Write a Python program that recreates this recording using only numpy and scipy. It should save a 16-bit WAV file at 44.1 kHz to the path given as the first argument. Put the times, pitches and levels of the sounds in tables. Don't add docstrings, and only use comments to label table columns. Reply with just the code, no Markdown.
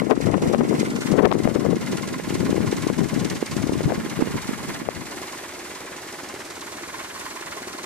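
import sys
import numpy as np
from scipy import signal
from scipy.fft import rfft, irfft, next_fast_len
from scipy.io import wavfile
from scipy.ndimage import uniform_filter1d, map_coordinates

SR = 44100
rng = np.random.default_rng(int(sys.argv[2]) if len(sys.argv) > 2 else 0)


def ratio(d):
    e = np.asarray(d, float) / 20
    return 10 ** e


def master(y):
    cut = np.clip(np.atleast_2d(y).T, -1, 1)
    pcm = np.round(cut * 32767)
    wavfile.write(sys.argv[1], SR, pcm.astype(np.int16))


N = 346185

# f/Hz, left-right likeness/1
PORT_LIKENESS = [(60, .55), (130, .75), (280, .95), (620, .6), (1200, .7), (2200, .65), (4000, .5),
                 (8000, .25), (14000, .05)]
# f/Hz, level/dB per Hz
BUFFET_SPECTRUM = [(12, -54), (20, -31.5), (151, -0.5), (221, 1), (354, -6.5), (921, -24.5), (1050, -22.5),
                   (1350, -30.5), (1500, -35), (1950, -30), (3300, -120)]
# start t/s, length/s, level/dB, deep rumble over it/dB
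LEFT_GUSTS = [(0, 0.066, -15, -9), (.16, 0.066, -18.5, 2), (.26, 0.12, -15, 2.5), (.41, 0.12, -21.5, -1),
              (.47, 0.17, -17, -10), (.68, 0.18, -19.5, -11), (.86, 0.18, -22.5, -9), (1.08, 0.22, -17, -9),
              (1.3, .12, -17, -4), (1.44, 0.095, -28.5, 13), (1.555, 0.22, -18.5, -3), (1.8, 0.36, -25, -3),
              (1.92, 0.074, -28, -29), (2.27, 0.25, -22.5, 6), (2.49, 0.24, -21, 2.5), (2.76, 0.18, -23, 4),
              (2.96, 0.1, -21.5, 4.5), (3.13, 0.077, -18, 2), (3.24, 0.029, -18, 2),
              (3.3, 0.12, -26.5, -11), (3.54, 0.27, -23.5, 7), (3.79, 0.19, -26, 8), (3.97, 0.18, -28, 1),
              (4.17, 0.064, -25.5, 0), (4.31, 0.073, -26, 6.5), (4.46, 0.18, -31, 4),
              (4.65, 0.088, -31.5, 3), (4.8, 0.081, -26.5, -4), (4.95, 0.093, -33, 7.5),
              (5.14, 0.048, -36, -8)]
RIGHT_GUSTS = [(.12, 0.11, -37, -1), (.28, 0.092, -34, -7), (.4, 0.093, -27.5, 0), (.54, 0.47, -27, -15),
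               (1.0, 0.14, -34, 2), (1.26, 0.24, -34.5, -3), (1.55, 0.14, -32.5, -41),
               (1.75, 0.093, -28.5, -6), (1.89, 0.075, -27, -10), (2.05, 0.36, -28.5, -6),
               (2.45, 0.061, -25.5, -1), (2.56, 0.35, -29.5, -7), (2.97, 0.31, -31, -5),
               (3.28, 0.14, -33.5, 4), (3.47, 0.15, -33.5, 3), (3.7, 0.29, -29, -9), (3.96, 0.13, -30, -6),
               (4.18, 0.13, -24.5, -7), (4.33, .08, -39, 9), (4.44, 0.17, -45, 16), (4.6, 0.25, -34.5, -5)]
# t/s, peak level/dB, f/Hz
LEFT_POPS = [(0.02, -5, 510), (0.111, 3, 815), (0.29, -4, 305), (0.515, -6, 363), (0.548, 1.5, 563),
             (0.609, -2, 427), (0.713, -6.5, 338), (0.832, -5.5, 380), (1.12, -1, 303), (1.156, -5, 338),
             (1.192, 6, 335), (1.236, -11, 370), (1.256, 7, 550), (1.326, -1.5, 950), (1.456, 2.5, 227),
             (1.476, -0.5, 550), (1.561, -2, 420), (1.732, -6, 387), (2.53, -3, 307), (2.581, -4.5, 365),
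             (2.87, -2.5, 307), (2.902, -4, 400), (2.993, -5.5, 263), (3.255, -7, 260), (3.568, -7, 263),
             (3.696, -4.5, 340), (3.808, -7, 426), (3.922, -5, 504), (4.193, -7.5, 311), (4.889, -3.5, 547)]
RIGHT_POPS = [(0.44, -9, 348), (0.463, -10, 291), (0.652, -10.5, 367), (0.749, -10, 302), (1.28, -22, 345),
              (1.933, -11.5, 373), (2.199, -14.5, 440), (3.428, -5.5, 390), (3.724, -9, 315),
              (3.88, -9, 295), (4.051, -15, 278), (4.225, 1, 274), (4.274, -12.5, 371), (4.358, -10.5, 270),
              (4.494, -10, 230)]
# t/s, peak level/dB, f/Hz
LEFT_EDDIES = [(0.071, -8, 320), (0.12, -8, 520), (0.178, -7, 292), (0.205, -10.5, 420), (0.27, -9, 460),
               (0.301, -12, 302), (0.324, -15, 368), (0.345, -10, 258), (0.362, -15, 400),
               (0.381, -10, 490), (0.425, -11.5, 417), (0.458, -12, 370), (0.5, -6.5, 350),
               (0.636, -7.5, 290), (0.727, -4.5, 420), (0.812, -9, 347), (0.989, -12.5, 330),
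               (1.142, -9, 420), (1.18, -10, 400), (1.209, -2, 385), (1.273, -4, 480), (1.354, -7.5, 380),
               (1.368, -13, 250), (1.404, -6.5, 308), (1.492, -11, 410), (1.514, -12, 370),
               (1.594, -10.5, 280), (1.653, -6, 445), (1.665, -7, 533), (1.693, -9, 324), (1.77, -8, 298),
               (2.014, -15, 300), (2.279, -15, 260), (2.307, -9, 270), (2.327, -12, 300),
               (2.356, -7.5, 310), (2.41, -10, 318), (2.431, -9.5, 310), (2.51, -9, 260), (2.546, -11, 430),
               (2.559, -7.5, 312), (2.606, -11.5, 460), (2.649, -9.5, 297), (2.709, -15, 304),
               (2.729, -4, 372), (2.839, -11, 270), (2.93, -12, 260), (3.026, -13, 330), (3.059, -10, 316),
               (3.165, -8, 240), (3.178, -11, 294), (3.641, -10, 312), (3.67, -10, 310), (3.735, -9.5, 250),
               (3.757, -10, 300), (3.904, -11, 370), (4.065, -14, 316), (4.534, -15, 240)]
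RIGHT_EDDIES = [(0.164, -20, 300), (0.475, -14, 280), (0.587, -25, 290), (0.734, -22, 370),
                (0.766, -17, 340), (0.883, -22, 330), (0.902, -16, 290), (1.357, -17, 390),
                (1.392, -19, 300), (1.612, -18, 330), (1.753, -22, 270), (2.082, -20, 340),
                (2.128, -20, 362), (2.166, -20, 230), (2.184, -20, 370), (2.336, -20, 320),
                (2.457, -17, 330), (2.496, -13, 330), (2.596, -24, 290), (2.614, -15, 300),
                (2.669, -18, 310), (2.73, -13, 373), (2.763, -18, 330), (2.787, -17, 290),
                (2.901, -19, 290), (3.149, -19, 320), (3.217, -19, 280), (3.309, -19, 370),
                (3.845, -17, 260), (3.907, -15, 390), (3.988, -19, 390), (4.202, -14, 330),
                (4.213, -14, 320), (4.512, -16, 330), (4.689, -21, 270), (4.819, -15.5, 290)]
# t/s, peak level/dB, f/Hz
LEFT_SNAPS = [(.167, -15, 1000), (.271, -11, 800), (.342, -10, 1800), (.425, -13, 800), (1.654, -10, 750),
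              (2.606, -13, 750), (3.72, -14, 750), (1.316, -6, 2600), (1.326, -4, 2600), (1.354, -19, 900),
              (1.453, -12, 1200), (1.476, -14, 1300), (3.922, -9, 1300), (4.888, -16, 1500)]
# t/s, half length/s, level/dB, port (0 left, 1 right)
OVERLOAD_BLASTS = [(0.116, 0.016, -1, 0), (0.291, 0.019, -17, 0), (0.343, 0.0077, -3, 0),
                   (0.539, 0.0061, -1.5, 0), (0.612, 0.005, -7, 0), (0.728, 0.015, -10, 0),
                   (1.145, 0.027, -12, 0), (1.19, 0.012, 1.5, 0), (1.232, 0.011, -5, 0),
                   (1.255, 0.0078, 6, 0), (1.318, 0.0073, -3.5, 0), (1.488, 0.039, -15.5, 0),
                   (1.563, 0.016, -11, 0), (3.909, 0.029, -12, 0), (4.213, 0.013, -14.5, 1),
                   (0.432, 0.012, -14, 1)]
# f/Hz, level/dB per Hz
BLAST_SPECTRUM = [(60, -73), (200, 4), (400, 7.5), (800, -2.5), (1500, -13.5), (3000, -29), (6000, -48)]
# t/s, turns gained on a steady rate/1
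CRANK_LAG = [(0, -0.18), (2, -0.34), (4, -0.35), (5.5, -0.4), (7, -.62), (7.85, -0.54)]
# t/s, exhaust level/dB, ringing/dB, soil hiss/dB, block over clatter/dB
TURNING_AWAY = [(0, -49, -3.5, -2.5, 7.5), (1.5, -42.5, 2, -2, 3.5), (3, -47, -2.5, -1.5, 5),
                (3.7, -39.5, -3.5, -2, 4.5), (4.3, -45.5, -5, 0, 8), (5, -40.5, -5.5, 0.5, 6.5),
                (5.5, -41.5, -10, 1, 6.5), (6.5, -41, -14, 0.5, 6.5), (7.2, -43.5, -7, 2, 8),
                (7.85, -40, -7, -1.5, 5)]
# t/s, clatter level/dB
PASSING_LEVEL = [(0, -46.5), (.7, -41), (1.5, -42), (2.4, -39), (3.4, -39.5), (4.5, -41), (5.3, -41),
                 (5.9, -41.5), (6.9, -41.5), (7.85, -40.5)]
# t/s, level/dB
CLATTER_SWINGS = [(.25, 5.5), (.47, 4.5), (.81, 5), (1.07, 4.5), (1.45, 3.5), (1.93, 2), (2.2, -2),
                  (2.32, 1.5), (2.82, 1.5), (2.93, -2.5), (3.28, 0.5), (3.6, 0.5), (3.72, -2), (4.25, -0.5),
                  (4.5, 1.5), (4.7, 2), (4.86, -4), (5.02, -1), (5.12, 0), (5.25, 1.5), (5.88, -0.5),
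                  (6.6, 0), (7.02, 0.5), (7.12, -1.5), (7.24, 0), (7.53, 1)]
# f/Hz, level/dB per Hz
EXHAUST_SPECTRUM = [(18, -69), (30, -68), (68, -12.5), (129, -15.5), (256, -8), (293, -5.5), (356, -2.5),
                    (488, -10.5), (600, -8.5), (800, -11.5), (1040, -65), (1760, -120)]
BLOCK_SPECTRUM = [(350, -37), (600, -17), (654, -6), (748, -30), (804, -1.5), (857, -3.5), (1050, -6),
                  (1170, -8), (1390, -5.5), (1510, -6), (2100, -5), (2600, -11), (3300, -14.5), (4290, -20),
                  (7260, -120)]
CLATTER_SPECTRUM = [(1590, -8), (2700, 0), (3280, -5), (3640, -0.5), (4500, -1), (6470, 0), (9120, -6.5),
                    (12000, -20), (15600, -35), (22000, -120)]
# f/Hz, level/dB per Hz
HISS_SPECTRUM = [(1590, -7), (2700, -15), (3240, -6), (4000, -4), (4290, -2), (5480, -2.5), (7620, -2),
                 (13300, -14.5), (14400, -16)]
# f/Hz, width/Hz, side level/dB, rear level/dB, left minus right/dB, every second turn/dB
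STEEL_MODES = [(1050, 65, -11, 3, -4, 6), (1430, 70, -8, -11, -3, 0), (1680, 70, -13, -6, 0, -4),
               (2080, 130, -5, -8, 5, 0), (2820, 90, -14, -13, -3, 0), (4270, 50, -20, -10, 0, 2)]
# f/Hz, left minus right level/dB
PORT_BALANCE = [(60, -4), (91, 0), (140, -1), (210, 1.5), (320, -0.5), (490, 1.5), (740, 2.5), (1130, -10),
                (1720, 1), (2610, -1), (3970, -2.5), (6040, 3), (9190, -5.5), (14000, -10)]
# f/Hz, left lead/rad
PORT_LEAD = [(430, 0), (800, -1.4), (1350, .6), (2000, -.6), (2600, -.4), (4000, 0)]
# t/s, delay of the left port/ms
LEFT_DELAY = [(0, 0.38), (.8, 0.37), (1.2, -0.058), (3.5, -0.034), (4.7, -0.082), (6.2, -0.049),
              (6.7, 0.061), (7.85, 0.076)]
# t/s, treble level/dB
BODY_SHADE = [(0, 2), (2, 5), (4, 6), (5, 3.5), (7.85, 3)]
# f/Hz, level needed over the usual/dB
LINE_BAR = [(7000, -80), (7800, -9), (9000, -2), (9800, 1), (11000, 4), (12500, 7), (14300, 8.5)]

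CRANK_HZ = 18.8
SWING_S, BLOCK_SHARE = 0.059, 1
GUST_RISE_S, GUST_FALL_S = 0.025, 0.03
SWIRL_OVER_DB, SWIRL_HZ = 3.5, 310
DEEP_HZ = 129
SHADE_HZ = 11000
CLIP_DB = -5.9
DUCK_FROM_DB, DUCK_SLOPE, DUCK_HOLD_S = -19, 1, 0.064
FRAME, GRID, TOP_HZ = 1024, 579, 14570
RIGHT_BAR_DB = -5.5


def unit(x):
    return x / np.sqrt(np.mean(x ** 2) + 1e-20)


def along(points, hz):
    f, v = np.transpose(points)
    return np.interp(np.log(hz + 1), np.log(f + 1), v)


def curves(rows):
    s, *cols = np.transpose(rows)
    return np.array([np.interp(np.arange(N) / SR, s, c) for c in cols])


def wobble(rate):
    knots = rng.standard_normal(int(N * 200 / SR) + 4)
    return map_coordinates(knots, [np.arange(N) * rate / SR])


def filtered(x, response):
    m = next_fast_len(N + SR // 4)
    return irfft(rfft(x, m) * response(np.fft.rfftfreq(m, 1 / SR)), m)[..., :N]


def pair():
    def split(hz):
        turn = np.arccos(np.clip(along(PORT_LIKENESS, hz), -1, 1)) / 2
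        return np.array([np.cos(turn), np.sin(turn)])

    mid, side = filtered(rng.standard_normal((2, N)), split)
    return np.array([mid + side, mid - side])


def gusts(table):
    t = np.arange(N) / SR
    power = 1e-12
    for s, length, db, deep_db in table:
        rise = 1 + np.tanh((t - s) / GUST_RISE_S)
        fall = 1 - np.tanh((t - s - length) / GUST_FALL_S)
        power = power + ratio([[2 * db], [2 * (db + deep_db)]]) * rise * fall / 4
    return np.sqrt(power)


def swirls(strength, count):
    when = rng.random(count) * (N - 1)
    size, pitch = rng.standard_normal((2, count))
    carrier_db = 20 * np.log10(strength[when.astype(int)])
    peak_db = carrier_db + SWIRL_OVER_DB + 1.5 * np.clip(size, -2, 1)
    return np.transpose([when / SR, peak_db, SWIRL_HZ * np.exp(0.23 * np.clip(pitch, -2, 1))])


def pops(table, cycles, edge):
    out, t = np.zeros(N + 1200), np.arange(-600, 600) / SR

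    def push(t, hz, turn):
        return np.exp(-(t * hz / cycles) ** 2) * np.cos(2 * np.pi * hz * t + turn)

    for (s, db, hz), turn in zip(table, rng.normal(0, .9, len(table))):
        front = push(t + 0.16 / hz, 1.71 * hz, turn)
        out[round(s * SR):][:len(t)] += ratio(db - 1.0) * (push(t, hz, turn) + edge * front)
    return out[600:][:N]


def surges():
    level, t = np.zeros((2, N)), np.arange(N) / SR
    for s, half, db, port in OVERLOAD_BLASTS:
        level[round(port)] += ratio(db - 8.0) * np.exp(-((t - s) / half) ** 2)
    noise = rng.standard_normal((2, N))
    return level * unit(filtered(noise, lambda hz: ratio(along(BLAST_SPECTRUM, hz))))


def wind():
    lumps = ratio([3 * wobble(70) + 1.4 * wobble(22.04) for port in range(2)])
    chance, size = rng.random((2, N)), rng.standard_normal((2, N))
    hail = unit((chance < 160 / SR) * ratio(4 * size))
    rough = lumps * (.7 * size + .5 * hail)
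    buffet = unit(filtered(rough, lambda hz: ratio(along(BUFFET_SPECTRUM, hz))))
    deep = filtered(buffet, lambda hz: 1 / (1 + (hz / DEEP_HZ) ** 4))
    strength, rumble = np.transpose([gusts(LEFT_GUSTS), gusts(RIGHT_GUSTS)], (1, 0, 2))
    left_strong = pops(LEFT_POPS, cycles=.6, edge=.4) + pops(LEFT_SNAPS, cycles=.35, edge=0)
    strong = np.array([left_strong, pops(RIGHT_POPS, cycles=.7, edge=.4)])
    carried = [pops(swirls(port, count=90), cycles=.65, edge=.3) for port in strength]
    lesser = [pops(table, cycles=.75, edge=.3) for table in (LEFT_EDDIES, RIGHT_EDDIES)]
    flutter = ratio(-1.0) * strength * (buffet - deep)
    return flutter + rumble * deep + strong + carried + surges() + lesser


def bursts(start, rise, fall, scatter_db, second_db=0):
    turns = CRANK_HZ * np.arange(N) / SR + curves(CRANK_LAG)[0] - start + 2
    since, count = turns % 1, turns.astype(int)
    scatter = scatter_db * np.clip(rng.standard_normal(200), -2, 2)[count]
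    size = ratio(scatter + second_db * (-1) ** count)
    return unit(size * (1 - np.exp(-since / rise)) * np.exp(-(since / fall) ** 1.3))


def part(spectrum, burst, steady, grain_db):
    grit = ratio(grain_db * wobble(190))
    return unit(filtered((steady + burst) * grit * pair(), lambda hz: ratio(along(spectrum, hz))))


def ringing():
    out, noise, behind = 0, pair(), np.arange(N) / N
    for hz, width, side_db, rear_db, pan_db, second_db in STEEL_MODES:
        blow = bursts(start=-.22, rise=.08, fall=.25, scatter_db=1.5, second_db=second_db)
        strike = np.maximum(np.diff(blow, prepend=0), 0)
        mode = lambda f: 1j * f * width / (hz * hz - f * f + 1j * f * width)
        level = side_db + (rear_db - side_db) * behind + np.array([[pan_db / 2], [-pan_db / 2]])
        rough, clean = unit(filtered((.3 + blow) * noise, mode)), unit(filtered(strike, mode))
        out = out + ratio(level) * (.75 * rough + .4 * clean)
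    return out


def exhaust():
    puff = bursts(start=-.3, rise=0.065, fall=0.11, scatter_db=6.0)
    push = np.diff(puff, 2, prepend=[0, 0])
    thump = unit(filtered(push, lambda hz: ratio(along(EXHAUST_SPECTRUM, hz))))
    return 0.97 * part(EXHAUST_SPECTRUM, puff, steady=7.4, grain_db=2.5) + 0.34 * thump


def engine():
    exhaust_db, ring_db, hiss_db, over_db = curves(TURNING_AWAY)
    t = np.arange(N) / SR
    swing_db = sum(db * np.exp(-((t - s) / SWING_S) ** 2) for s, db in CLATTER_SWINGS)
    near_db = curves(PASSING_LEVEL)[0]
    clatter_db = near_db + swing_db
    block_db = near_db + over_db + BLOCK_SHARE * swing_db
    knock = bursts(start=-.24, rise=.15, fall=.38, scatter_db=1.3)
    tick = bursts(start=-.36, rise=.06, fall=.25, scatter_db=1.4)
    body = part(BLOCK_SPECTRUM, knock, steady=1.15, grain_db=1.5)
    block = .55 * body + ratio(ring_db - 4) * ringing()
    clatter = 0.65 * ratio(-hiss_db) * part(CLATTER_SPECTRUM, tick, steady=0.59, grain_db=2.5)
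    hiss = 0.75 * ratio(hiss_db) * part(HISS_SPECTRUM, tick, steady=11, grain_db=.5)
    bites_db = .6 * wobble(11)
    load = ratio(block_db - np.mean(block_db))
    heard = ratio(exhaust_db) * load * exhaust() + ratio(block_db) * block
    heard = heard + ratio(clatter_db + bites_db) * (clatter + hiss)

    def ports(hz):
        balance = ratio(np.outer([.5, -.5], along(PORT_BALANCE, hz)))
        return balance * np.exp(np.outer([.5j, -.5j], along(PORT_LEAD, hz)))

    return filtered(heard, ports)


def tractor():
    left, right = engine()
    treble = filtered(left, lambda hz: 1 / (1 + (SHADE_HZ / (hz + 1)) ** 8))
    left = left + (ratio(curves(BODY_SHADE)[0]) - 1) * treble
    delay = curves(LEFT_DELAY)[0] * SR / 1000
    return np.array([map_coordinates(left, [np.arange(N) - delay], mode="nearest"), right])


def ducking(loud):
    keep = np.exp(-1 / (DUCK_HOLD_S * SR))
    power = np.minimum(loud ** 2, ratio(2 * CLIP_DB)).max(0)
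    level_db = 10 * np.log10(signal.lfilter([1 - keep], [1, -keep], power) + 1e-12)
    return ratio(-DUCK_SLOPE * np.maximum(uniform_filter1d(level_db, size=1500) - DUCK_FROM_DB, 0))


def scene():
    air = wind()
    return ducking(air) * tractor() + air


def overloaded(x):
    return x / (1 + np.abs(x / ratio(CLIP_DB)) ** 8) ** (1 / 8)


def thinned(x):
    n, k = np.arange(2 * FRAME)[:, None], np.arange(FRAME) + .5
    window = np.sin(np.pi * (n + .5) / (2 * FRAME))
    basis = window * np.cos(np.pi / FRAME * (n + .5 + FRAME / 2) * k) * np.sqrt(2 / FRAME)
    lead, hz = 2 * FRAME - GRID, k * SR / (2 * FRAME)
    padded = np.pad(x, ((0, 0), (lead, -(N + lead) % FRAME + FRAME)))
    blocks = padded.reshape(2, -1, FRAME)
    z = (np.concatenate([blocks[:, :-1], blocks[:, 1:]], axis=2) @ basis).transpose(0, 2, 1)
    usual = uniform_filter1d(np.abs(z).mean(2), size=17, axis=1)[..., None]
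    usual = usual * ratio([[[0]], [[RIGHT_BAR_DB]]])
    bass_db = 20 * np.log10(uniform_filter1d(np.abs(z[:, :40]).mean((0, 1)), size=5) + 1e-6)
    patches = np.repeat(rng.standard_normal((2, 64, z.shape[2])), 16, axis=1)
    now = uniform_filter1d(np.abs(z[:, 300:480]).mean(1), size=7, axis=1)[:, None]
    bar_db = along(LINE_BAR, hz)[:, None] + .2 * (bass_db - bass_db.mean()) + 1.2 * patches
    step = 2 * usual * (now / now.mean(2, keepdims=True)) ** .8 * ratio(bar_db) + 1e-12
    lines = np.round(z / step) * step * (hz < TOP_HZ)[:, None]
    frames = lines.transpose(0, 2, 1) @ basis.T
    joined = frames[:, 1:, :FRAME] + frames[:, :-1, FRAME:]
    return joined.reshape(2, -1)[:, lead - FRAME:][:, :N]


def low_pass(x):
    return signal.sosfilt(signal.butter(12, 14570, fs=SR, output="sos"), x)


def record(dry):
    return low_pass(thinned(overloaded(dry)))


dry = scene()
out = record(dry)
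master(out)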